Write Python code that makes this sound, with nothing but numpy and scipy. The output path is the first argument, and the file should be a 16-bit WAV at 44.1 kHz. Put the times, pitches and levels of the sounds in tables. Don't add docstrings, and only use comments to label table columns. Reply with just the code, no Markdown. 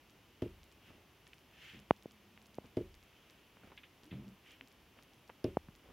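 import sys
import numpy as np
from scipy import signal
from scipy.fft import rfft, irfft, next_fast_len
from scipy.io import wavfile
from scipy.ndimage import uniform_filter1d

SR = 44100
rng = np.random.default_rng(int(sys.argv[2]) if len(sys.argv) > 2 else 0)


def materialize(psi):
    bounded = np.clip(np.atleast_2d(psi).T, -1, 1)
    quanta = np.round(bounded * 32767).astype(np.int16)
    wavfile.write(sys.argv[1], SR, quanta)


N = 261449
TIME = np.arange(N) / SR

# (time [s], level of contacts and boom [dB], contact cut-off [Hz], crack level [dB],
# slap level against the crack [dB], far-end echo level against the contacts [dB])
FIST_BLOWS = [(0.4229, 5.5, 295, -47.5, -36, 15), (2.7718, 5.5, 336, -49, -14, 14.5),
              (5.445, 6.5, 339, -46, -2, 7.5)]
# (time [s], level [dB], rubbing length [s])
TRAY_DIPS = [(1.735, -12, 0.08), (4.116, -2, 0.207)]


def from_db(db):
    return 10 ** (np.asarray(db) / 20)


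def at_hz(points, hz):
    f, value = np.transpose(points)
    return np.interp(np.log(hz), np.log(f), value)


def cut(x, hz, kind, order=2):
    sos = signal.butter(order, np.clip(hz, 10, .45 * SR), kind, fs=SR, output="sos")
    return signal.sosfilt(sos, x + 1e-18)


def impulses(rows):
    out = np.zeros(N)
    for s, db in rows:
        out[round(s * SR)] += from_db(db)
    return out


def decay_per_sample(t60):
    return np.exp(-np.log(1000) / (t60 * SR))


def dying(s, t60):
    return (TIME >= s) * np.exp(-np.log(1000) * np.clip((TIME - s) / t60, 0, 4))


def delayed(x, delay_s):
    return np.interp(TIME - delay_s, TIME, x)


def ring(force, modes):
    out = np.zeros(N)
    for hz, db, t60 in modes:
        r = decay_per_sample(t60)
        w = 2 * np.pi * hz / SR
        resonance = [1, -2 * r * np.cos(w), r * r]
        out += from_db(db) * signal.lfilter([.5, 0, -.5], resonance, force + 1e-18)
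    return out


def noise(spectrum):
    # (frequency [Hz], correlation [0 to 1])
    likeness = [(100, .999), (1000, 0.88), (2500, 0.92), (4500, 0.79), (8000, 0.44), (14000, 0.81)]
    size = next_fast_len(N)
    hz = np.maximum(np.fft.rfftfreq(size, 1 / SR), 1)
    alike = np.clip(at_hz(likeness, hz), 0, 1)
    mid, side = rfft(rng.standard_normal((2, size))) * from_db(at_hz(spectrum, hz))
    left_right = np.sqrt(1 + alike) * mid + np.sqrt(1 - alike) * side * [[1], [-1]]
    out = irfft(left_right, size)[:, :N]
    return out / out.std()


def hiss(band_hz, order=2):
    out = cut(rng.standard_normal(N), band_hz, "band", order=order)
    return out / out.std()


def swell(strokes):
    power = 0
    for s, half, db in strokes:
        power = power + from_db(db) ** 2 * np.exp(-np.minimum(((TIME - s) / half) ** 2, 40))
    return np.sqrt(power)


def pad_pressure(attack_s=.02, ease_db_per_s=80, release_s=.03):
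    out = 0
    for s, db, length in TRAY_DIPS:
        since = np.clip(TIME - s, 0, 1)
        attack = np.clip(since / attack_s, 0, 1)
        release = np.clip(1 - (since - length) / release_s, 0, 1)
        out = out + attack * release * from_db(db - ease_db_per_s * since)
    return out


def room_air(level_db=-65):
    # (frequency [Hz], relative density [dB per Hz])
    air = [(25, -14), (50, 1), (210, -4), (340, -3.5), (520, -9.5), (1000, -11), (1600, -14.5), (3000, -11),
           (4000, -20), (6000, -22), (8000, -29.5), (9400, -30.5), (10600, -25), (15500, -27.5)]
    return from_db(level_db) * noise(air)


def double_ticks(first_hz=(2000, 6200), second_db=-24, second_t60=0.012, second_hz=(4000, 13000)):
    clear_times = [0.6324, 1.269, 1.7923, 2.0253, 2.1107, 2.5447, 2.943, 3.2993, 4.0348, 4.5096, 4.6751,
                   5.026, 5.7525]
    clear_db, weak_db, weak_per_s, gap_s = -33.5, -37.5, 2, .0075
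    weak = from_db(weak_db) * (rng.random(N) < weak_per_s / SR)
    ticks = impulses([(s, clear_db) for s in clear_times]) + weak
    first = cut(ticks, first_hz, "band", order=3)
    second = from_db(second_db) * delayed(ticks, gap_s)
    chatter = signal.lfilter([1], [1, -decay_per_sample(second_t60)], second + 1e-18)
    return first + cut(chatter * rng.standard_normal(N), second_hz, "band")


def rubbing(effort, spectrum, grain_db):
    catches = uniform_filter1d(rng.standard_normal(N), size=300)
    return effort * from_db(grain_db * catches / catches.std()) * noise(spectrum)


def cloth(pad_db=-56, sleeve_follows_db=-9.5):
    # (time [s], half length [s], level [dB])
    arm_swings = [(0.88, 0.038, -68.5), (1.675, 0.076, -56.5), (3.25, 0.19, -72), (4.505, 0.042, -61.5)]
    # (time [s], half length [s], level [dB])
    hand_shuffles = [(0.92, 0.073, -67.5), (2.655, 0.019, -63.5), (3.668, 0.036, -60.5),
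                     (4.04, 0.0092, -61), (4.98, 0.015, -61), (5.88, 0.036, -65)]
    # (frequency [Hz], relative density [dB per Hz])
    sleeve_colour = [(500, -18), (1000, -18.5), (1600, -5.5), (2300, -2), (3100, -0.5), (4000, -14.5),
                     (6500, -20.5), (9000, -30), (14000, -29)]
    shuffle_colour = [(50, 1.5), (150, -7), (250, -1.5), (400, -8), (800, -13), (1500, -19.5), (3000, -46)]
    shuffling = swell(hand_shuffles) + from_db(pad_db) * pad_pressure()
    swinging = swell(arm_swings) + from_db(sleeve_follows_db) * shuffling
    sleeve = rubbing(swinging, sleeve_colour, grain_db=0.97)
    return sleeve + rubbing(shuffling, shuffle_colour, grain_db=5.0)


def judders(width=1.05):
    # (time [s], half length [s], level [dB], centre [Hz])
    slides = [(2.353, 0.29, -70.5, 207), (4.1, 0.029, -63, 309), (4.63, 0.029, -67.5, 256)]
    out = 0
    for s, half, db, hz in slides:
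        out = out + swell([(s, half, db)]) * hiss([hz / width, hz * width])
    return out


def clicks(width_hz=3000, top_hz=3600, lead_s=0.0061):
    # (time [s], level [dB], centre [Hz], t60 [s])
    touches = [(1.267, -58.5, 2000, 0.051), (1.332, -51, 2720, 0.025), (3.570, -54, 315, 0.017),
               (3.634, -52, 527, 0.025), (3.718, -51.5, 440, 0.049), (3.775, -50, 2690, 0.097),
               (3.834, -53, 2550, 0.11), (4.988, -54, 1200, 0.028), (5.2947, -49, 790, 0.05),
               (5.6855, -50, 850, 0.0067)]
    landing_db, landing_hz, landing_t60 = -52.5, 2680, .2
    landings = [(s - lead_s, db + landing_db, landing_hz, landing_t60) for s, db, length in TRAY_DIPS]
    scuffs = 0
    for s, db, hz, t60 in touches + landings:
        spread = np.sqrt(1 + width_hz / hz)
        scuffs = scuffs + from_db(db) * dying(s, t60) * hiss([hz / spread, hz * spread])
    return cut(scuffs, top_hz, "low", order=6)


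def dabs(contact_hz=380, rub_db=-29.5):
    # (time from the landing [s], level [dB])
    pad_pushes = [(0.0, -4.5), (0.011, -1.5), (0.023, -0.5), (0.064, -12), (0.079, -7)]
    # (frequency [Hz], level [dB], t60 [s])
    tray_modes = [(58, -51, 0.35), (88.1, -46.5, 0.082), (112, -49, 0.2), (129, -45.5, 0.223),
                  (190.8, -41.5, 0.13), (204.4, -48.5, 0.268), (263, -89, 0.099), (330, -63.5, .18),
                  (410, -58.5, 0.11)]
    pushes = impulses([(s + after, db + push_db)
                       for s, db, length in TRAY_DIPS for after, push_db in pad_pushes])
    friction = from_db(rub_db) * pad_pressure() * rng.standard_normal(N)
    force = pushes + cut(friction, 70, "high")
    return ring(cut(force, contact_hz, "low", order=3), tray_modes)


def knocks(snap_hz=(1850, 3150)):
    # (time [s], level [dB], contact cut-off [Hz])
    dry_knocks = [(1.9086, 19.5, 976), (2.0575, 0, 534), (2.376, -26.5, 1420), (2.5846, 3.5, 670),
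                  (4.6105, -22, 1556), (5.2991, -15, 1200), (5.5706, 13, 790), (5.6857, 3, 190)]
    snap_base_db, snap_contact_hz, snap_db_per_octave = -22, 973, 46
    deepest_hz, shallow_hz, lighter_step_db = 120.5, 35, 8
    out = 0
    for s, db, contact_hz in dry_knocks:
        hit = impulses([(s, db)])
        lowest_hz = deepest_hz + shallow_hz * 2 ** (-db / lighter_step_db)
        snap_db = snap_base_db + snap_db_per_octave * np.log2(contact_hz / snap_contact_hz)
        out = out + cut(cut(hit, contact_hz, "low", order=4), lowest_hz, "high")
        out = out + from_db(snap_db) * cut(hit, snap_hz, "band", order=3)
    return out


def skin_cracks(lead_s=0.0023, crack_t60=0.04, rattle_db=-12, rattle_t60=0.42, rattle_top_hz=5000):
    # (frequency [Hz], relative density [dB per Hz])
    crack_colour = [(400, -3), (900, 8.5), (1500, 0.5), (2900, 6.5), (4200, -6.5), (5300, -7.5),
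                    (8000, -19), (14000, -23)]
    # (frequency [Hz], level [dB], t60 [s])
    block_modes = [(5030, 7.5, 0.0058), (5500, -1.5, 0.014), (10600, 1.5, 0.0031)]
    crack, rattle, slaps = 0, 0, []
    for s, db, contact_hz, crack_db, slap_db, echo_db in FIST_BLOWS:
        start = s - lead_s
        crack = crack + from_db(crack_db) * dying(start, crack_t60)
        rattle = rattle + from_db(crack_db + rattle_db) * dying(start, rattle_t60)
        slaps.append((start, crack_db + slap_db))
    dull_rattle = cut(rattle * noise(crack_colour), rattle_top_hz, "low")
    return crack * noise(crack_colour) + dull_rattle + ring(impulses(slaps), block_modes)


def fist_blows(push_hz=(250, 560), echo_s=.0365, echo_hz=(340, 500), boom_db=-56, boom_t60=0.69):
    # (time from the blow [s], level [dB])
    rocking = [(-0.0028, -18.5), (0.0, -3.5), (0.0087, -10)]
    # (frequency [Hz], level [dB], t60 [s])
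    table_modes = [(38, -54.5, 0.92), (68.4, -53.5, 0.85), (88.1, -55, .6), (112.8, -39.5, 0.13),
                   (155.3, -48, 0.29), (176, -38, 0.17), (200, -50.5, 0.36), (275.3, -36.5, 0.15),
                   (324.6, -45.5, 0.24), (370.7, -38, 0.24), (394.3, -32.5, 0.23), (450, -32, 0.12),
                   (513, -21, 0.13), (557, -38, 0.28), (561, -46, 0.11), (622, -16, 0.097),
                   (842, -19, 0.066), (1050, -36, 0.16)]
    # (frequency [Hz], relative density [dB per Hz])
    boom_colour = [(40, 45.5), (90, 10), (200, 1), (380, -24), (600, -17), (900, -71), (2000, -3.5)]
    force, returned, boom = 0, 0, 0
    for s, db, contact_hz, crack_db, slap_db, echo_db in FIST_BLOWS:
        contacts = impulses([(s + after, db + rock_db) for after, rock_db in rocking])
        blow = cut(contacts, contact_hz, "low", order=4)
        force = force + blow
        returned = returned + from_db(echo_db) * delayed(blow, echo_s)
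        boom = boom + from_db(db + boom_db) * dying(s, boom_t60)
    push = cut(force, push_hz, "band")
    echo = cut(returned, echo_hz, "band")
    return ring(force, table_modes) + push + echo + boom * noise(boom_colour)


def scene():
    background = room_air() + double_ticks() + cloth()
    handling = judders() + clicks() + dabs()
    printing = knocks() + skin_cracks() + fist_blows()
    return background + handling + printing


def record(dry):
    thin = cut(dry, 45, "high", order=3)
    top_cut = signal.ellip(12, .1, 70, 15800, fs=SR, output="sos")
    return signal.sosfilt(top_cut, thin)


dry = scene()
out = record(dry)
materialize(out)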